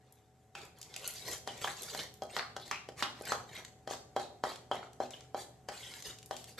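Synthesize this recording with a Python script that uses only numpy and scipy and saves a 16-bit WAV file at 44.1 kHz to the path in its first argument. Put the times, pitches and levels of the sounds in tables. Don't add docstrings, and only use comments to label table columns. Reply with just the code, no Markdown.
import sys
import numpy as np
from scipy import signal
from scipy.io import wavfile
from scipy.ndimage import uniform_filter1d

SR = 44100
rng = np.random.default_rng(int(sys.argv[2]) if len(sys.argv) > 2 else 0)


def wav_record(signal):
    frames = np.transpose(np.atleast_2d(signal))
    bounded = np.clip(frames, -1, 1)
    quanta = np.round(bounded * 32767).astype(np.int16)
    wavfile.write(sys.argv[1], SR, quanta)


N = 290619

# f/Hz, relative level/dB
AIR_SPECTRUM = [(20, -29), (45, -14), (75, -11), (130, -1), (200, -8.5), (420, -13.5), (600, -14.5),
                (780, -13.5), (1000, -23.5), (2000, -27), (4000, -40), (7800, -31.5), (9000, -40),
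                (13000, -39.5)]
# f/Hz, rms level/dB before the opening rise
HUM_PARTIALS = [(75, -72.5), (120, -67), (420, -72), (753, -69)]
# f/Hz, t60/s
KITCHEN_T60 = [(150, 0.86), (500, 0.55), (1400, 0.39), (4000, 0.44), (10000, 0.4)]
# t/s, gain/1
ECHOES = [(.0021, 0.006), (.0052, 0.18), (.0093, 0.0081), (0.0142, .16), (0.0324, 0.2)]
# f/Hz, gain/dB
WIDTH = [(100, -13.5), (350, -14.5), (700, -9.5), (1400, -5.5), (2800, -7.5), (5500, -1.5), (12000, -4)]
# t/s, peak level/dB, tilt/(dB/octave)
SNAPS = [(0.124, -33, 14), (.652, -38, 7), (0.787, -33, 12), (0.815, -32, 1.5), (.829, -33.5, 0.5),
         (0.941, -32, -6), (.963, -28, -0.5), (1.0766, -11, 16.5), (1.138, -28.5, 10), (1.379, -34, 6),
         (1.821, -22, 9.5), (1.833, -27, 6), (2.14, -40, 7), (2.235, -36, 6), (3.254, -31, 2),
         (3.566, -33.5, -4.5), (3.649, -34.5, -5), (4.559, -34, -4), (4.932, -45, 1.5), (5.107, -35.5, -2),
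         (5.208, -39.5, -7), (5.938, -36.5, -7), (6.024, -31.5, -1), (6.187, -37.5, 0.5),
         (6.229, -38.5, -2.5), (6.26, -30, 8.5), (6.366, -31.5, -1), (6.442, -37, -1.5)]
# f/Hz, relative level/dB
SNAP_SPECTRUM = [(300, -19), (1200, -9.5), (3200, 4.5), (7500, 6), (9000, -1), (13000, -4)]
# t/s, level/dB, f/Hz, bandwidth/Hz, decay/s
SQUIRTS = [(0.552, -50.5, 2560, 400, 0.052), (1.035, -51, 3000, 900, 0.046),
           (1.475, -44.5, 3160, 400, 0.023), (1.642, -31.5, 3300, 700, 0.0062),
           (1.674, -34.5, 1410, 1090, 0.014), (1.991, -36, 2970, 4020, .011),
           (2.388, -35, 4300, 1310, 0.008), (2.6, -56.5, 4130, 900, 0.13), (2.712, -41, 2550, 905, 0.042),
           (3.028, -31, 3230, 1820, 0.0096), (4.196, -51, 4100, 900, 0.041), (4.715, -40, 3250, 346, 0.022),
           (4.829, -45, 1210, 890, .008), (5.135, -41, 3190, 400, 0.0042), (5.692, -52.5, 1830, 1000, .025),
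           (5.83, -48.5, 3260, 600, 0.048), (6.311, -53.5, 3240, 450, 0.05)]
# t/s, blow level/dB, blow f/Hz, smack level/dB,
# ring level re blow/dB (before RING_TRIM_DB)
KNOCKS = [(0.552, -35, 1310, -44.5, -8), (1.4747, -29, 696, -38.5, -5.5), (1.6453, -20.5, 910, -42, -14),
          (1.6726, -32, 1400, -52, -3), (1.9482, -31.5, 710, -38.5, -9.5), (2.221, -27.5, 656, -46, -4.5),
          (2.3657, -22, 1010, -34, -9), (2.3939, -19, 1700, -57, -27), (2.5651, -30, 690, -39, -7),
          (2.7128, -18.5, 1370, -35.5, -18.5), (2.8882, -33, 500, -47.5, -13),
          (3.025, -17, 1350, -32.5, -17.5), (3.2105, -32, 482, -52, -11), (3.3206, -17.5, 1160, -33.5, -12),
          (3.875, -30.5, 595, -42.5, -7), (3.9101, -26.5, 630, -45, -31), (3.935, -31.5, 870, -46.5, -17),
          (4.164, -18, 760, -38, -6.5), (4.438, -17.5, 834, -37.5, -10), (4.714, -17.5, 803, -47.5, -8),
          (5.0027, -19.5, 646, -50.5, -9.5), (5.3456, -23, 704, -49.5, -8), (5.6872, -34, 850, -38.5, -1),
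          (6.3102, -25.5, 706, -41, -10)]
# f/Hz, relative level/dB, t60/s
BOWL_MODES = [(245.4, -21, 0.31), (373.5, -14, 0.32), (416.5, -9, 0.047), (544, -61, 0.12),
              (589, -24, 0.085), (615, -2.5, 0.062), (700, -21, 0.6), (747.3, -4.5, 0.05),
              (803.3, -4.5, 0.16), (1020, -41, 0.27), (1170, -48, .16), (1253, -13.5, 0.14),
              (1536, -21.5, 0.16), (1654, -22, 0.15), (2100, -44, 0.13), (3180, -20, 0.29),
              (3210, -6.5, 0.052), (3270, -47, 0.036), (4040, -18, 0.12)]
# f/Hz, relative level/dB
SMACK_SPECTRUM = [(300, 5.5), (1000, 3), (1800, 8), (2600, -5), (3250, 7.5), (3600, -3.5), (4100, 3.5),
                  (5500, 1.5), (7800, -4.5), (8800, -11.5), (13000, -13.5)]
# start t/s, length/s, level halfway/dB (before RUB_TRIM_DB),
# pressure growth over the stroke/dB, tilt/(dB/octave)
STROKES = [(0, 0.22, -71, -7, -4), (0.557, .09, -50.5, -2, -3), (0.75, 0.34, -54.5, 16.5, -2),
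           (1.01, 0.32, -49, -1, 1.5), (1.247, .085, -39.5, 3.5, 0), (1.457, 0.21, -50.5, 1, -2),
           (1.602, 0.12, -42, -6.5, 0), (1.748, 0.231, -46, 7, 0), (1.973, 0.079, -41.5, -10, -2),
           (2.283, 0.091, -48, 11, -2.5), (2.6, 0.088, -54, 2, -1), (2.96, 0.049, -44.5, 7, -2),
           (3.108, 0.21, -50.5, 31.5, -2.5), (3.473, 0.12, -46.5, 3, -3), (3.882, 0.053, -43.5, 3, -1.5),
           (4.174, 0.057, -48.5, -1.5, -2), (4.444, 0.077, -44, -1.5, -2.5), (4.718, 0.14, -49.5, -13, -6),
           (4.997, 0.064, -47.5, -8, -3), (5.1, 0.14, -59, -16, -2), (5.353, 0.055, -47.5, 5.5, 0.5),
           (5.711, 0.29, -50, -1, 0), (6.034, 0.053, -42.5, 5, 0.5), (6.315, .11, -54, -6, 2.5),
           (6.464, 0.03, -51.5, 8, 3), (6.572, .03, -39.5, 8, -2)]
# f/Hz, relative level/dB
SQUELCH_SPECTRUM = [(100, 13), (220, -8.5), (420, 5.5), (800, 1.5), (1300, -3), (2100, 2), (2600, -4.5),
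                    (3200, 1), (4200, 1.5), (5500, -2.5), (7800, -1), (8800, -9), (13000, -8)]

EDGE_HZ = 13150
RING_TRIM_DB, RUB_TRIM_DB = -3, -3
GRIP_S, RELEASE_S, DULLING_DB_PER_OCTAVE_S = 0.019, 0.021, 44
FLOOR_DB = -81.5
SAG_SHARE = 0.059
PALM_DB, PALM_DB_PER_OCTAVE = -22.5, 9
PALM_HZ, PALM_WIDTH_HZ, PALM_DECAY_S = 1280, 730, 0.022


def gain_of(db):
    return 10 ** (np.asarray(db) / 20)


def evened(x):
    return x / np.sqrt(np.mean(x ** 2) + 1e-20)


def read(points, f_hz):
    table_hz, value = np.transpose(points)
    return np.interp(np.log(f_hz + 1), np.log(table_hz), value)


def add(mix, t_s, sound):
    part = mix[round(t_s * SR):][:len(sound)]
    part += sound[:len(part)]


def octaves(f_hz):
    return np.log2(np.maximum(f_hz, 1200) / 4200)


def colour(x, points, tilt_db=0, size=2048):
    f_hz = abs(np.fft.fftfreq(size, 1 / SR))
    log_gain = np.log(gain_of(read(points, f_hz) + tilt_db * octaves(f_hz)))
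    taps = np.fft.ifft(np.exp(signal.hilbert(log_gain).conj())).real
    return signal.oaconvolve(x, taps[:size // 2])[:len(x)]


def low_cut(x, cut_hz):
    return signal.sosfilt(signal.butter(2, cut_hz, "high", fs=SR, output="sos"), x)


def burst(t, decay_s):
    return rng.standard_normal(len(t)) * np.exp(-t / decay_s)


def resonate(x, f_hz, width_hz):
    turn = np.exp(2j * np.pi * np.cumsum(f_hz) / SR)
    r = np.exp(-np.pi * width_hz / SR)
    return 2 * (turn * signal.lfilter([1 - r], [1, -r], x / turn)).real


def background(air_db=-64, waver_rad=1.62, start_db=-5):
    t = np.arange(N) / SR
    mid, side = (evened(colour(rng.standard_normal(N), AIR_SPECTRUM, size=8192)) * gain_of(air_db)
                 for _ in range(2))
    for f_hz, db in HUM_PARTIALS:
        waver = evened(signal.resample(rng.standard_normal(64), N))
        mid += gain_of(db) * np.sqrt(2) * np.sin(2 * np.pi * f_hz * t + waver_rad * waver)
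    rise = gain_of(np.interp(t, [.5, 1], [start_db, 0]))
    return np.array([mid, colour(side, WIDTH)]) * rise


def tail(rise_s=0.002, reflections_per_s=4000):
    taps = rng.standard_normal(SR // 2) * (rng.random(SR // 2) < reflections_per_s / SR)
    f_hz, t, z = signal.stft(taps, SR, nperseg=256)
    decay = gain_of(-60 * t / read(KITCHEN_T60, f_hz)[:, None])
    z = z * decay * (1 - np.exp(-t / rise_s))
    taps = signal.istft(z)[1][:SR // 2]
    return taps / np.linalg.norm(taps)


def paths(room_db=-5, side_room_db=-1, scatter_db=-2, scatter_decay_s=0.0026):
    mid = gain_of(room_db) * tail()
    mid[0] += 1
    for t_s, gain in ECHOES:
        mid[round(t_s * SR)] += gain
    scatter = burst(np.arange(len(mid)) / SR, scatter_decay_s)
    scatter *= gain_of(scatter_db) / np.linalg.norm(scatter)
    side = colour(scatter + gain_of(side_room_db) * tail(), WIDTH)
    return np.array([mid, side])


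def kitchen(x, count=4, tails_per_s=3.3):
    place = np.arange(N) / SR * tails_per_s
    out = np.zeros((2, N))
    for k in range(count):
        share = np.maximum(1 - abs((place - k) % count - 1), 0)
        out += signal.oaconvolve((x * share)[None], paths(), axes=1)[:, :N]
    return out


def rubbing(t):
    power, tilt_sum = np.full(len(t), gain_of(FLOOR_DB) ** 2), np.zeros(len(t))
    for start_s, length_s, db, growth_db, tilt_db in STROKES:
        age = t - start_s
        lifted = np.maximum(age - length_s, 0)
        growth = growth_db * (np.clip(age / length_s, 0, 1) - .5)
        pressure = gain_of(db + RUB_TRIM_DB + growth)
        stroke = (np.clip(age / GRIP_S, 0, 1) * pressure * np.exp(-lifted / RELEASE_S)) ** 2
        power += stroke
        tilt_sum += stroke * (tilt_db - DULLING_DB_PER_OCTAVE_S * lifted)
    return 10 * np.log10(power), tilt_sum / power


def creases(per_s=9, above_db=12, spread_db=3, max_tilt_db=11, count=200):
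    when, size, bright = rng.random((count, 3))[:int(per_s * N / SR)].T
    t_s = when * N / SR
    peak_db = rubbing(t_s)[0] + above_db + spread_db * (2 * size - 1)
    return list(zip(t_s, peak_db, max_tilt_db * bright))


def snaps(crumple=0.48, click_decay_s=0.00025, crumple_decay_s=0.0029):
    out, t = np.zeros(N), np.arange(SR // 30) / SR
    for t_s, db, tilt_db in SNAPS + creases():
        noise = burst(t, click_decay_s) + crumple * burst(t, crumple_decay_s)
        click = colour(noise, SNAP_SPECTRUM, tilt_db)
        add(out, t_s, gain_of(db) * click / abs(click).max())
    return out


def palm():
    rows = []
    for t_s, db, f_hz, _, _ in KNOCKS:
        palm_db = db + PALM_DB + PALM_DB_PER_OCTAVE * np.log2(f_hz / PALM_HZ)
        rows.append((t_s, palm_db, PALM_HZ, PALM_WIDTH_HZ, PALM_DECAY_S))
    return rows


def squirts(pops_per_s=900, opening=0.33, low_cut_hz=300):
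    out, t = np.zeros(N), np.arange(SR // 4) / SR
    for t_s, db, f_hz, width_hz, decay_s in SQUIRTS + palm():
        fade = np.exp(-t / decay_s)
        pitch_hz = f_hz * (1 - SAG_SHARE * (1 - fade))
        pops = (rng.random(len(t)) < pops_per_s / SR) * rng.standard_normal(len(t))
        drive = fade * (evened(pops) + .5 * rng.standard_normal(len(t)))
        drive[0] += opening * np.linalg.norm(drive)
        squirt = resonate(resonate(drive, pitch_hz, width_hz), pitch_hz, width_hz)
        squirt *= np.linalg.norm(fade) / np.linalg.norm(squirt)
        add(out, t_s, gain_of(db) * squirt)
    return low_cut(out, low_cut_hz)


def bowl_ring(t, blow_hz, off_pitch_db=-2.0, detune_share=0.0078, rise_s=0.0013):
    ring = np.zeros(len(t))
    for k, (f_hz, mode_db, t60_s) in enumerate(BOWL_MODES):
        size = gain_of(mode_db + off_pitch_db * abs(np.log2(f_hz / blow_hz)) - 60 * t / t60_s)
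        mode_hz = f_hz * (1 + detune_share * rng.standard_normal())
        ring += (-1) ** k * size * np.sin(2 * np.pi * mode_hz * t)
    return ring * (1 - np.exp(-t / rise_s))


def knocks(cycles=0.57, spatter=0.51, touch=0.32, touch_s=0.0023, low_cut_hz=70):
    out, t = np.zeros(N), np.arange(SR // 3) / SR
    lead_t = t[:SR // 50]
    for t_s, db, f_hz, wet_db, free_db in KNOCKS:
        age = t * f_hz / cycles
        blow = -(age * np.exp(1 - age)) ** 2 * np.sin(2 * np.pi * f_hz * t) * gain_of(db)
        smack = colour(burst(t, 0.0021) + spatter * burst(t, 0.0067), SMACK_SPECTRUM)
        smack *= gain_of(wet_db) / np.std(smack[:SR // 250])
        ring = bowl_ring(t, f_hz) * gain_of(db + free_db + RING_TRIM_DB)
        add(out, t_s, blow + ring + smack)
        lead = evened(colour(rng.standard_normal(len(lead_t)), SMACK_SPECTRUM))
        lead *= np.exp(-lead_t / touch_s)
        add(out, t_s - len(lead) / SR, touch * gain_of(wet_db) * lead[::-1])
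    return low_cut(out, low_cut_hz)


def bubbles(per_s=520, cycles=6, spread_db=2.0, count=4000):
    out, t = np.zeros(N), np.arange(SR // 60) / SR
    for when, pitch, chance in rng.random((count, 3))[:int(per_s * N / SR)]:
        f_hz = 1100 * 10 ** pitch
        size = f_hz * gain_of(spread_db * min(-np.log(1 - chance), 3))
        ring = np.exp(-t * f_hz / cycles) * np.sin(2 * np.pi * f_hz * t * (1 + 8 * t))
        add(out, when * N / SR, size * ring)
    return evened(out)


def wiping(pops_per_s=2400, spread_db=2.0, smear=0.58, patchy_db=5.5, lumpy_db=1.2,
           low_cut_hz=130, size=512):
    pop_size = gain_of(spread_db * np.minimum(rng.exponential(1, N), 4))
    pops = (rng.random(N) < pops_per_s / SR) * rng.choice([-1, 1], N) * pop_size
    crackle = evened(pops) + smear * rng.standard_normal(N) + .5 * bubbles()
    f_hz, t, z = signal.stft(crackle, SR, nperseg=size, noverlap=size * 3 // 4)
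    rub_db, tilt_db = rubbing(t)
    pockets = uniform_filter1d(rng.standard_normal(z.shape), size=3, axis=0)
    pockets = evened(uniform_filter1d(pockets, size=9, axis=1))
    tilt = octaves(f_hz)[:, None] * tilt_db
    shape = gain_of(read(SQUELCH_SPECTRUM, f_hz)[:, None] + tilt + patchy_db * pockets)
    shape /= np.sqrt(np.mean(shape ** 2, axis=0))
    wet = evened(signal.istft(z * shape, nperseg=size, noverlap=size * 3 // 4)[1][:N])
    wet = low_cut(wet, low_cut_hz)
    slips = evened(uniform_filter1d(rng.standard_normal(len(t)), size=3))
    return wet * gain_of(np.interp(np.arange(N) / SR, t, rub_db + lumpy_db * slips))


def scene(balance_db=0.25):
    work = snaps() + squirts() + knocks() + wiping()
    mid, side = background() + kitchen(work)
    return np.array([(mid + side) * gain_of(balance_db), (mid - side) * gain_of(-balance_db)])


def record(dry):
    taps = signal.firwin(255, EDGE_HZ, window=("kaiser", 7), fs=SR)
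    return signal.oaconvolve(dry, taps[None], "same")


dry = scene()
out = record(dry)
wav_record(out)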